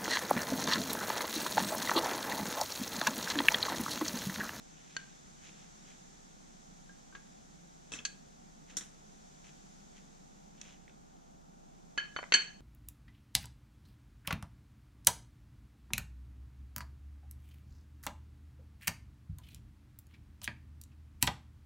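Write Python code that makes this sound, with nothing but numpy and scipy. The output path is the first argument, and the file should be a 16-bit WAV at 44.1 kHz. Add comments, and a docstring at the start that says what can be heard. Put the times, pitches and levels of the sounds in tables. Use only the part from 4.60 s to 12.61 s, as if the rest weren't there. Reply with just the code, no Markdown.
"""A gloved rub and a short steel clink, close to a stereo microphone low over a garage floor.
Hands are working thin shims off a worn brake pad. A shim knocks while the pad still damps it, and its
clips scrape and snap free. At the end it is laid on another plate, where it rings, buzzes and settles
through a towel onto the floor. The walls answer with a short echo; farther off are a low machine
rumble, a motor's hum and a high hiss that slowly fades."""
import sys
import numpy as np
from scipy import signal
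from scipy.fft import rfft, irfft, next_fast_len
from scipy.io import wavfile

SR = 44100
rng = np.random.default_rng(int(sys.argv[2]) if len(sys.argv) > 2 else 0)


def materialize(psi):
    """Save the field psi as 16-bit PCM at rate SR to the path in sys.argv[1].

    A 1-D psi becomes a single channel; in a 2-D psi each row is a channel.
    """
    bounded = np.clip(np.atleast_2d(psi).T, -1, 1)
    quanta = np.round(bounded * 32767).astype(np.int16)
    wavfile.write(sys.argv[1], SR, quanta)


N = 353108
TIME = np.arange(N) / SR
HIT_TIME = TIME[:SR // 2]
SIDES = np.array([[1], [-1]])   # left, right

# modes of the shim once off the pad: (f/Hz, level/dB, t60/s)
FREE_SHIM_MODES = [(1400, -14, .06), (1625, -12, .08), (1654, -7, .15), (1703, -8, .13), (1760, -14, .08),
                   (2108, -16, .18), (2213, -16, .18), (2462, -17, .2), (2608, -16, .21), (2826, -19, .19),
                   (2995, -11, .1), (3056, -11, .16), (3080, -13, .14), (3219, -19, .14), (3480, -21, .07),
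                   (3844, -17, .06), (4338, -5, .1), (4424, 1, .115), (4507, -11, .08), (6273, -3, .075),
                   (6356, -11, .1), (7900, -16, .08), (10080, -35, .07)]
# stereo width of the handling, close to the microphone: (f/Hz, side minus mid/dB)
NEAR_WIDTH = [(100, -9), (350, -7), (680, -7), (1300, -4), (2300, -3.5), (4300, -15), (6200, 1), (8000, 0),
              (14000, 4)]
# stereo width of the distant background: (f/Hz, side minus mid/dB)
FAR_WIDTH = [(60, -2.5), (110, 3.5), (200, -2), (370, 4), (680, 11.5), (1250, 7), (2290, 1), (4200, -4.5),
             (7720, 1.5), (14200, -1)]


def held_shim():
    """The shim clinks, damped by the pad; a harder knock moves energy from the low modes to the high."""
    # knocks on the pad: (t/s, pitch ratio of the lowest mode, level/dB, hardness/dB, clack t60/s)
    hits = [(0.3658, 0.99, -30, -3, 0.018), (2.2936, 1.02, -58, -14.5, 0.017),
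            (2.525, 0.98, -60, -13, 0.082), (2.5503, 1.033, -47.5, -11, 0.086),
            (3.4511, 1.033, -30.5, 2.5, 0.071)]
    # modes of the damped shim: (f/Hz, level/dB, t60/s)
    damped_modes = [(1586, -7, 0.071), (2220, -18, 0.022), (2940, -7, 0.046), (3110, -8, 0.042),
                    (3566, -6, .03), (4357, -2.5, 0.035), (4506, -3.5, 0.039), (5850, -24, 0.045),
                    (7000, -17, 0.056), (7650, -12, 0.045), (9900, -31.5, 0.11)]
    # clack of shim on pad: (f/Hz, level/dB)
    spectrum = [(100, -20), (350, 4), (800, -21), (1150, 5), (1700, -7), (2500, -4.5), (3700, -10.5),
                (4400, 1.5), (5300, -15.5), (6300, 3.5), (7700, -14), (9000, -30), (14000, -46)]
    out = np.zeros((2, N))
    for s, pitch, db, hardness, t60 in hits:
        lowest = np.multiply(damped_modes[0], [pitch, 1, 1])   # a firmer grip raises it
        ringing = ring([lowest, *damped_modes[1:]], low_db=10.5 - 0.83 * hardness,
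                       high_db=6 + 1.4 * hardness, top_db=1.4 * hardness)
        contact = clack(spectrum, t60, bass_db=-17.5 - 1.6 * hardness, treble_db=hardness)
        add(out, s, amp(db - 5.5) * ringing + amp(db) * contact)
    return out


def loose_shim(buzz_delay_s=0.0112, buzz_pan_db=-10):
    """The freed shim strikes the other plate, rings and thumps the floor; the two plates then buzz."""
    # strikes: (t/s, ring/dB, tilt to the high modes/dB, middle modes/dB, clack/dB, treble/dB, clack t60/s)
    hits = [(7.3764, -32, -7.5, 8, -31.5, -6.5, 0.039), (7.722, -44, 10.5, 4, -15, -15, 0.018),
            (7.7389, -20.5, 2, 5, -19, -1, 0.049)]
    # clack of plate on plate: (f/Hz, level/dB)
    spectrum = [(80, -41), (230, -8), (500, -13.5), (1000, -11.5), (1400, -2.5), (2000, 1), (3000, 1),
                (3700, -10), (4300, 6), (5200, -10), (6500, -5), (7900, -18), (9000, -42), (14000, -65)]
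    # thump of the floor through the towel: (f/Hz, level/dB)
    thud_spectrum = [(90, -32), (220, 5), (380, -9), (700, -21), (2000, -68)]
    out = np.zeros((2, N))
    for s, ring_db, tilt_db, mid_db, clack_db, treble_db, t60 in hits:
        ringing = ring(FREE_SHIM_MODES, low_db=3.8 - tilt_db, mid_db=mid_db,
                       high_db=2.5 + tilt_db, top_db=1.4 * treble_db)
        contact = clack(spectrum, t60, bass_db=2 - tilt_db, treble_db=treble_db)
        thud = amp(-22.5) * clack(thud_spectrum, t60=0.09)
        buzz = amp(-18.5) * clack(spectrum, t60=0.21, bass_db=-1.5, treble_db=-4.5)
        add(out, s, amp(ring_db) * (ringing + thud) + amp(clack_db) * contact)
        add(out, s + buzz_delay_s, amp(ring_db + SIDES * buzz_pan_db / 2) * buzz)
    return out


def settling_shim():
    """The shim's edge settles in a dying run of dull knocks; ring and treble fade fastest."""
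    # knocks through the towel onto the floor: (t/s)
    knock_times = [7.563, 7.589, 7.6285, 7.639]
    # a knock cushioned by the towel: (f/Hz, level/dB)
    spectrum = [(150, -29), (350, -19), (600, -3.5), (1000, -1), (1600, 5.5), (2200, 3.5), (2700, -19),
                (3700, -5), (5500, -28), (8000, -46), (14000, -54)]
    out = np.zeros((2, N))
    for k, s in enumerate(knock_times):
        ring_db, knock_db, treble_db = -41.5 - 13 * k, -27 - 4 * k, -8 - 6 * k
        ringing = ring(FREE_SHIM_MODES, low_db=1, mid_db=8.5, high_db=-2.5, top_db=1.4 * treble_db)
        knock = clack(spectrum, t60=0.026, bass_db=7, treble_db=treble_db)
        add(out, s, amp(ring_db) * ringing + amp(knock_db) * knock)
    return out


def clip_snaps(slips=4, slip_gap_s=0.0075):
    """Clips tight on the pad ring only briefly: a slack one ticks, a taut one thumps and chatters."""
    # clips snapping over the pad's edge: (t/s, snap/dB, ring/dB, treble/dB, spring tension 0-1)
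    snaps = [(3.3196, -41, -41, 1, 0.97), (3.336, -42.5, -34, -0.5, 0.88), (3.353, -45.5, -56, -1, 0.87),
             (3.389, -49, -37, -13, 0.9), (3.4508, -52, -34, 8, .3), (4.122, -57, -72, -22, 1),
             (4.169, -28.5, -56, 8, 0.78), (4.209, -43, -57, -5, 0.77), (6.014, -36.5, -50, -4, 0.04),
             (6.279, -49.5, -70, -42, 0), (6.295, -55, -63, -31, .05)]
    # modes of a clip: (f/Hz, level/dB, t60/s)
    modes = [(2510, -6, 0.017), (2620, 2.5, 0.029), (3220, -3, 0.03), (5640, -3, 0.0095)]
    # clack of one slip: (f/Hz, level/dB)
    spectrum = [(100, -12), (250, 2.5), (800, -19), (1500, -1), (2100, -2.5), (2700, -13), (3600, 4),
                (4500, -10.5), (5800, 6.5), (7500, 3), (9500, -12), (14000, -35)]
    out = np.zeros((2, N))
    for s, snap_db, ring_db, treble_db, tension in snaps:
        t60 = np.interp(tension, [0, 1], [0.015, 0.08])
        bass_db = np.interp(tension, [0, 1], [-20, 11.5])
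        add(out, s, amp(ring_db) * ring(modes))
        for slip in range(slips):
            strength = amp(snap_db) * (0.62 * tension) ** slip
            add(out, s + slip * slip_gap_s, strength * clack(spectrum, t60, bass_db, treble_db))
    return out


def ring(modes, low_db=0, mid_db=0, high_db=0, top_db=0, scatter_db=0.6, build_s=0.004):
    """The place struck sets the balance of the steel's modes; each reaches left and right out of step."""
    hz, level_db, t60 = np.transpose(modes)[:, :, None]
    scatter, lead = rng.standard_normal((2, len(modes), 1))
    balance = [(1780, low_db), (2080, 0), (2830, 0), (2990, mid_db), (3100, mid_db), (3400, 0),
               (3800, 0), (4200, high_db), (6400, high_db), (7900, high_db + top_db)]
    strength = amp(level_db + at_hz(balance, hz) + scatter_db * scatter)
    strength[::2] *= -1   # neighbouring modes swing in opposite directions
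    envelope = strength * decay(HIT_TIME, t60) * (1 - decay(HIT_TIME, build_s))
    phase = 2 * np.pi * hz * HIT_TIME
    stereo_shift = np.arctan(amp(at_hz(NEAR_WIDTH, hz))) * np.sign(lead)
    return np.array([(envelope * np.sin(phase + side * stereo_shift)).sum(axis=0) for side in (1, -1)])


def clack(spectrum, t60, bass_db=0, treble_db=0, build_s=0.0009):
    """A crowd of short-lived modes; flat, cushioned contacts favour the bass, hard edges the treble."""
    colour = [(1000, bass_db), (2100, 0), (3300, 0.23 * treble_db), (4600, treble_db),
              (8000, treble_db), (12000, 2 * treble_db)]
    envelope = decay(HIT_TIME, t60) * (1 - decay(HIT_TIME, build_s))
    burst = noise(spectrum, NEAR_WIDTH, len(HIT_TIME), colour) * envelope
    return rms_one(burst) * np.sqrt(np.mean(envelope ** 2))


def rubbing(grit_db=3, catches_per_s=34):
    """Short strokes and restless fingers slide over fine dust; coarse grains of rust catch and tick."""
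    # glove and shim sliding: (middle t/s, length/s, level/dB)
    rubs = [(0.332, 0.29, -64.5), (0.867, 0.061, -56), (1.005, 0.099, -66), (1.296, .07, -62.5),
            (3.364, 0.056, -51.5), (4.106, 0.03, -57), (4.214, .069, -60.5), (4.868, 0.038, -58),
            (5.376, 0.032, -61.5), (6.07, 0.096, -59)]
    # friction noise: (f/Hz, level/dB)
    spectrum = [(200, -9), (900, -9.5), (1600, -3.5), (2500, 0), (3500, -2.5), (4600, -11), (6500, 0.5),
                (8000, -13.5), (10000, -24), (14000, -32)]
    strokes = sum(amp(db) * np.exp(-2 * ((TIME - s) / length) ** 2) for s, length, db in rubs)
    fidget = amp(-77.5 + drift(rate=8))
    dust = amp(grit_db * np.minimum(drift(rate=500), 2))
    catches = 1.0 * (rng.random(N) < catches_per_s / SR)
    ticks = amp(3) * signal.fftconvolve(catches, decay(HIT_TIME, t60=0.013))[:N]
    return (strokes + fidget) * rms_one(dust + ticks) * noise(spectrum, NEAR_WIDTH, N)


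def garage(x, t60=0.37, first_echo_s=0.0023):
    """Dense echoes from floor and walls reach the microphone duller than the direct sound."""
    # stereo width of the echoes: (f/Hz, side minus mid/dB)
    width = [(100, 14), (370, 5), (680, -22), (1250, -4), (2300, -5), (4200, -7), (7700, 1)]
    # colour of the walls: (f/Hz, level/dB)
    walls = [(200, -1), (700, 0), (1500, 0), (2500, 0), (4400, -4), (6500, -4), (9000, 0), (14000, -1.5)]
    onset = np.clip(HIT_TIME / first_echo_s - 0.5, 0, 1)
    echoes = noise(walls, width, len(HIT_TIME)) * decay(HIT_TIME, t60) * onset
    response = rms_one(echoes) / np.sqrt(len(HIT_TIME))
    return amp(-7.5) * signal.fftconvolve(x, response, axes=1)[:, :N]


def machine_rumble():
    """A steady, low machine rumble lies wide behind the hands."""
    # the rumble: (f/Hz, level/dB)
    spectrum = [(15, -16), (45, -8.5), (110, -13.5), (150, 1), (185, 1), (250, -6), (400, -11.5),
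                (600, -12), (760, -5.5), (1050, -18.5), (1400, -19), (2200, -41), (5000, -36), (14000, -45)]
    return amp(-57.5) * noise(spectrum, FAR_WIDTH, N)


def fading_hiss():
    """A high hiss in the background sinks slowly and unevenly."""
    # the hiss: (f/Hz, level/dB)
    spectrum = [(600, -3), (1400, -0.5), (2200, -4), (2800, -8.5), (3500, -4), (4400, -7.5), (5200, -4),
                (6400, 1.5), (7600, -2), (8500, -11.5), (10000, -18), (13000, -28), (14500, -62)]
    # its fade: (t/s, relative level/dB)
    fade = [(0.0, -66), (1.27, -65), (1.74, -67), (4.12, -69.5), (4.94, -67), (6.88, -75.5), (7.38, -73),
            (7.64, -68), (8.0, -76)]
    level_db = 5.5 + np.interp(TIME, *np.transpose(fade))
    return amp(level_db) * noise(spectrum, FAR_WIDTH, N)


def motor_hum(waver=0.22):
    """A far motor hums, wavering in phase and strength."""
    # the motor's tones: (f/Hz, rms level/dB, left minus right/dB)
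    tones = [(29.4, -70, -10), (61, -79, -13.5)]
    out = np.zeros((2, N))
    for hz, level_db, pan_db in tones:
        phase = 2 * np.pi * hz * TIME + waver * drift(rate=2.2)
        swell = 1 + waver * drift(rate=1.4)
        out += amp(level_db + SIDES * pan_db / 2) * rms_one(swell * np.sin(phase))
    return out


def noise(spectrum, width, size, colour=((1, 0), (2, 0))):
    """Stereo noise of a given spectrum and width; rms 1."""
    padded = next_fast_len(size)
    hz = np.fft.rfftfreq(padded, 1 / SR)
    mid, side = rfft(rng.standard_normal((2, padded)))
    spread = amp(at_hz(width, hz))
    gain = amp(at_hz(spectrum, hz) + at_hz(colour, hz)) / np.hypot(1, spread)
    return rms_one(irfft(gain * (mid + SIDES * spread * side), padded)[:, :size])


def drift(rate):
    """A random wander through `rate` new values a second; rms 1."""
    knots = rng.standard_normal(int(rate * N / SR) + 2)
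    return rms_one(np.interp(TIME * rate, np.arange(len(knots)), knots))


def amp(db):
    """Decibels to gain."""
    return 10 ** (np.asarray(db) / 20)


def rms_one(x):
    """Scale to unit rms."""
    return x / np.sqrt(np.mean(x ** 2) + 1e-20)


def at_hz(points, hz):
    """Read a table along a log-frequency axis."""
    f, value = np.transpose(points)
    return np.interp(np.log(np.maximum(hz, 1)), np.log(f), value)


def decay(t, t60):
    """Fall by 60 dB in t60."""
    return np.exp(-np.log(1000) * t / t60)


def add(track, s, sound):
    """Mix a stereo sound in at s seconds."""
    start = max(round(s * SR), 0)
    track[:, start:start + sound.shape[1]] += sound[:, :N - start]


def scene():
    """Close handling over the far background; the ringing loose shim radiates most into the room."""
    in_hand = held_shim() + clip_snaps() + rubbing()
    strikes = loose_shim()
    knocks = settling_shim()
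    room = garage(strikes + amp(-4) * (in_hand + knocks))
    return in_hand + strikes + knocks + room + machine_rumble() + fading_hiss() + motor_hum()


def record(dry, cutoff_hz=14600):
    """The microphone's signal is cut steeply at the top."""
    return signal.sosfilt(signal.ellip(10, 0.1, 80, cutoff_hz, fs=SR, output="sos"), dry)


dry = scene()
out = record(dry)
materialize(out)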